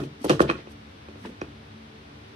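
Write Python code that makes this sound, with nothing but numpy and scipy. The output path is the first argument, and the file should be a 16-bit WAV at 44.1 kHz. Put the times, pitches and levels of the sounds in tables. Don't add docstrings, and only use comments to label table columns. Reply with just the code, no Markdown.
import sys
import numpy as np
from scipy import signal
from scipy.fft import rfft, irfft
from scipy.io import wavfile
from scipy.ndimage import map_coordinates

SR = 44100
rng = np.random.default_rng(int(sys.argv[2]) if len(sys.argv) > 2 else 0)


def volts_from_decibels(level):
    exponent = np.asarray(level, float) / 20
    return 10 ** exponent


def transcribe(signal):
    frames = np.atleast_2d(signal).T
    limited = np.clip(frames, -1, 1)
    pcm = np.round(limited * 32767).astype(np.int16)
    wavfile.write(sys.argv[1], SR, pcm)


N = 103635
LONG = 2 ** 15
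HZ = np.fft.rfftfreq(LONG, 1 / SR)
FULL_HZ = np.fft.rfftfreq(N, 1 / SR)
T_S = np.arange(N) / SR
AIR_TOP_HZ = 12900
MID_TO_SIDES = np.array([[1], [-1]])


def unit(x):
    return x / np.sqrt(np.mean(x ** 2) + 1e-20)


def along(points, hz):
    f, v = np.transpose(points)
    return np.interp(np.log(hz + 1), np.log(f + 1), v)


def noise(gain):
    return unit(irfft(rfft(rng.standard_normal(N)) * gain, N))


def wobble(rate_hz):
    knots = rng.standard_normal(int(N * rate_hz / SR) + 4)
    return map_coordinates(knots, [np.arange(N) * rate_hz / SR])


def octave_band(centre_hz, octaves):
    return np.exp(-(np.log2((FULL_HZ + 1) / centre_hz) / octaves) ** 2)


def stroke(start_s, length_s, level_db):
    return volts_from_decibels(level_db) * np.sin(np.pi * np.clip((T_S - start_s) / length_s, 0, 1)) ** 2


def pan(db):
    return volts_from_decibels([[db / 2], [-db / 2]])


def air():
    # hz, density_db [dB per Hz]
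    mid_colour = [(20, -43), (45, -16.5), (75, -2.5), (300, -10.5), (800, -18), (3600, -21.5),
                  (6500, -35.5), (13000, -48)]
    side_colour = [(20, -38), (85, -17), (200, -15.5), (400, -7), (800, -6), (3600, -16.5), (6500, -27),
                   (13000, -46)]
    # centre_hz, width_hz, level_db
    hum_modes = [(73, 12, -58), (100, 8, -57), (140, 12, -61), (219, 7, -55), (290, 7, -58), (385, 14, -64),
                 (440, 14, -65)]
    mid_db, side_db, hum_swing_db, pan_db = -52, -53, 1.5, 1
    below_top = FULL_HZ < AIR_TOP_HZ
    hum = 0
    for centre_hz, width_hz, level_db in hum_modes:
        resonance = 1 / np.abs(1 + 2j * (FULL_HZ - centre_hz) / width_hz) ** 2
        hum = hum + volts_from_decibels(level_db + hum_swing_db * wobble(5.03)) * noise(resonance)
    mid = volts_from_decibels(mid_db + 0.27 * wobble(5.7)) * noise(volts_from_decibels(along(mid_colour, FULL_HZ)) * below_top)
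    side = volts_from_decibels(side_db + 0.41 * wobble(5.1)) * noise(volts_from_decibels(along(side_colour, FULL_HZ)) * below_top)
    return (mid + hum + side * MID_TO_SIDES) * pan(pan_db)


def slides():
    # start_s, length_s, level_db, centre_hz
    slide_events = [
        (-0.106, 0.29, -39.5, 137),
        (-.08, 0.23, -40.5, 270),
        (0.201, 0.037, -38.5, 283),
        (0.256, 0.2, -36, 129),
        (1.239, 0.12, -48, 440),
        (1.187, .2, -41, 222),
        (1.247, 0.011, -42, 940),
        (1.246, 0.0078, -46, 1860),
        (1.411, .008, -47.5, 5600),
        (.236, 0.027, -41.5, 1150),
    ]
    return sum(stroke(*row) * noise(octave_band(centre_hz, 0.27)) for *row, centre_hz in slide_events)


def shell_hiss(centre_hz):
    octaves, grain_db = 1.2, 2
    grain = volts_from_decibels(grain_db * wobble(300))
    return grain * noise(octave_band(centre_hz, octaves) * (FULL_HZ < AIR_TOP_HZ))


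def rubs():
    # start_s, length_s, level_db, centre_hz
    rub_events = [(-.04, 0.13, -57, 5900), (0.183, 0.15, -50, 5000), (0.237, 0.023, -37.5, 8400),
                  (0.278, .02, -38.5, 2570), (0.233, 0.033, -41, 1100), (0.289, .05, -41, 2900),
                  (0.397, 0.039, -36.5, 5000), (0.465, 0.074, -35, 1720), (0.532, 0.12, -50, 1930),
                  (0.68, 0.071, -60.5, 6000), (1.13, 0.24, -62.5, 5600), (1.219, 0.077, -48, 1530)]
    apart = 1
    shell = 0
    for *row, centre_hz in rub_events:
        wide = shell_hiss(centre_hz) + apart * shell_hiss(centre_hz) * MID_TO_SIDES
        shell = shell + stroke(*row) * wide
    return shell / np.sqrt(2)


def room_tail():
    # hz, t60_s
    decay = [(120, 0.56), (400, 0.19), (1500, 0.18), (5000, 0.25), (12000, 0.23)]
    alike_hz, rise_s, delay_s = 460, .012, .006
    hz, t, z = signal.stft(rng.standard_normal((2, LONG * 3 // 4)), SR, nperseg=256)
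    z[1] += (z[0] - z[1]) / (1 + (hz[:, None] / alike_hz) ** 2)
    fade = volts_from_decibels(-60 * t / along(decay, hz)[:, None]) * (1 - np.exp(-t / rise_s))
    tail = signal.istft(z * fade, SR, nperseg=256)[1]
    return rfft(tail / np.linalg.norm(tail[0]), LONG) * np.exp(-2j * np.pi * HZ * delay_s)


def soft_blow(centre_hz):
    soft_hz = 1800
    return 1 / (1 + 1.4j * HZ / soft_hz - (HZ / soft_hz) ** 2) ** 2


def swelling_blow(centre_hz):
    swell_hz = 221
    return 1 / (1 + 1j * (HZ - centre_hz) / swell_hz)


def struck(modes, scatter, blow):
    scatter_db = 2
    h = 0
    for k, (centre_hz, width_hz, level_db) in enumerate(modes):
        gain = (-1) ** k * volts_from_decibels(level_db + scatter_db * scatter[k])
        damping = 1j * HZ * width_hz
        h = h + gain * damping / (centre_hz ** 2 - HZ ** 2 + damping) * blow(centre_hz)
    return h / np.abs(irfft(h)).max()


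def box_knock(lid_scatter, box_scatter):
    # centre_hz, width_hz, level_db
    lid_modes = [(350, 122, 5.5), (1100, 780, -11)]
    # centre_hz, width_hz, level_db
    box_modes = [(75.5, 11.4, -8), (137, 16, -2), (221.6, 10, -5.5), (275.5, 13.3, -4.5),
                 (359.5, 150, -0.5), (395.5, 33.6, 4), (442.6, 15, -3.5), (586, 120, -5), (661.3, 13.3, -6),
                 (884, 27, -12.5)]
    level_db, ring_db, spread = -3.5, -7, .1
    bend = np.exp(-2j * np.pi * spread * (2 * np.sqrt(HZ) - HZ / np.sqrt(2000)))
    thud = struck(lid_modes, lid_scatter, soft_blow)
    ring = struck(box_modes, box_scatter, soft_blow)
    return volts_from_decibels(level_db) * bend * (thud + volts_from_decibels(ring_db) * ring)


def arm_clack(scatter):
    # centre_hz, width_hz, level_db
    arm_modes = [(1068, 76, 4), (1177, 273, 2.5), (1437, 136, 2.5), (1510, 180, -2), (1782, 240, -3)]
    level_db, pan_db = 6.5, -5.5
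    return volts_from_decibels(level_db) * pan(pan_db) * struck(arm_modes, scatter, swelling_blow)


def plate_clack(scatter):
    # centre_hz, width_hz, level_db
    plate_modes = [(2450, 130, 4.5), (2606, 230, -2.5), (3160, 120, -7), (4130, 300, -13.5),
                   (5930, 780, -30)]
    return volts_from_decibels(-2.5) * struck(plate_modes, scatter, swelling_blow)


def crack():
    # hz, density_db [dB per Hz]
    colour = [(1500, -11.5), (3000, 4.5), (5000, -5.5), (7400, -7), (10000, -15.5), (13000, -24.5),
              (16000, -26)]
    level_db, rise_s, crack_t60_s, scrape_t60_s, scrape_db, apart = 4, .0012, .012, 0.13, -10.5, 0.88
    t = np.arange(LONG) / SR
    fade = volts_from_decibels(-60 * t / crack_t60_s) + volts_from_decibels(scrape_db - 60 * t / scrape_t60_s)
    burst = rng.standard_normal((2, LONG)) * fade * (1 - np.exp(-t / rise_s))
    mid, side = rfft(burst) * volts_from_decibels(along(colour, HZ))
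    return volts_from_decibels(level_db) * (mid + apart * side * MID_TO_SIDES)


def contacts():
    # arm_clack_db, plate_clack_db, crack_db
    firm = [(0.002, -25, -25, -28, -13.5), (0.016, -28.5, -16, -38, -42), (0.037, -30.5, -34, -10, -9),
            (0.243, -13.5, -24.5, -29, -26), (0.25, -14, -25, -33, -23.5), (0.26, -15.5, -40, -39, -22),
            (0.295, -10, -13, -8.5, -4.5), (0.299, -6, -14, -17, -46), (0.305, -6, -14.5, -40, -18),
            (0.313, -10.5, -20.5, -14, -40), (0.318, -25.5, -35, -32, -29), (0.394, -25.5, 4.5, -12, -5),
            (0.403, 0, -12.5, -26, -27), (0.415, -11, -44, -17, -14.5), (0.425, -19, -22, -39, -37),
            (0.448, -17.5, -28, -37, -47), (0.492, -14, -31, -7, -26), (0.498, -15.5, -1.5, 0.5, -16.5),
            (0.51, -16, -25, -10, -19), (0.554, -38, 0, -3, -37), (1.084, -31.5, -15, -11, -22),
            (1.249, -31, -17, -21, -28), (1.258, -28, -35, -15, -13), (1.415, -19, -12.5, -8.5, -21.5)]
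    # start_s, knock_db
    nudges = [
        (-.02, -7.5),
        (0.333, -20),
        (.352, -30),
        (0.53, -29.5),
        (0.587, -30.5),
        (0.671, -31.5),
        (1.155, -36),
        (1.276, -41),
        (1.29, -35),
        (1.315, -41.5),
    ]
    nudge_clack_db, nudge_crack_db = -17, -40
    lag_s, room_db = .00032, -10
    lead, before = 128, 2048
    delay_s = lead / SR + lag_s / 2 * MID_TO_SIDES
    ports = np.exp(-2j * np.pi * HZ * delay_s)
    soft = [(*row, nudge_clack_db, nudge_clack_db, nudge_crack_db) for row in nudges]
    out = np.zeros((2, N + 2 * LONG))
    for start_s, knock_db, arm_db, plate_db, crack_db in list(firm) + soft:
        scatter = rng.standard_normal((4, 14))
        near = box_knock(scatter[0], scatter[1]) + volts_from_decibels(arm_db) * arm_clack(scatter[2])
        near = near + volts_from_decibels(plate_db) * plate_clack(scatter[3]) + volts_from_decibels(crack_db) * crack()
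        heard = irfft(near * (ports + volts_from_decibels(room_db) * room_tail()), LONG)
        at = round(start_s * SR) - lead + before
        out[:, at:at + LONG] += volts_from_decibels(knock_db) * heard
    return out[:, before:before + N]


def scene():
    return air() + slides() + rubs() + contacts()


def roll_off(x):
    return signal.sosfilt(signal.butter(12, 16460, fs=SR, output="sos"), x)


def record(dry):
    # hz, gain_db
    mic_colour = [(6000, 1), (6800, -3), (7300, -7.5), (7900, -0.5), (12600, 1), (13600, -8), (15300, 2.5),
                  (15700, -80)]
    ceiling = .94
    heard = irfft(rfft(dry) * volts_from_decibels(along(mic_colour, FULL_HZ)), N)
    heard = heard / (1 + np.abs(heard / ceiling) ** 8) ** (1 / 8)
    return roll_off(heard)


dry = scene()
out = record(dry)
transcribe(out)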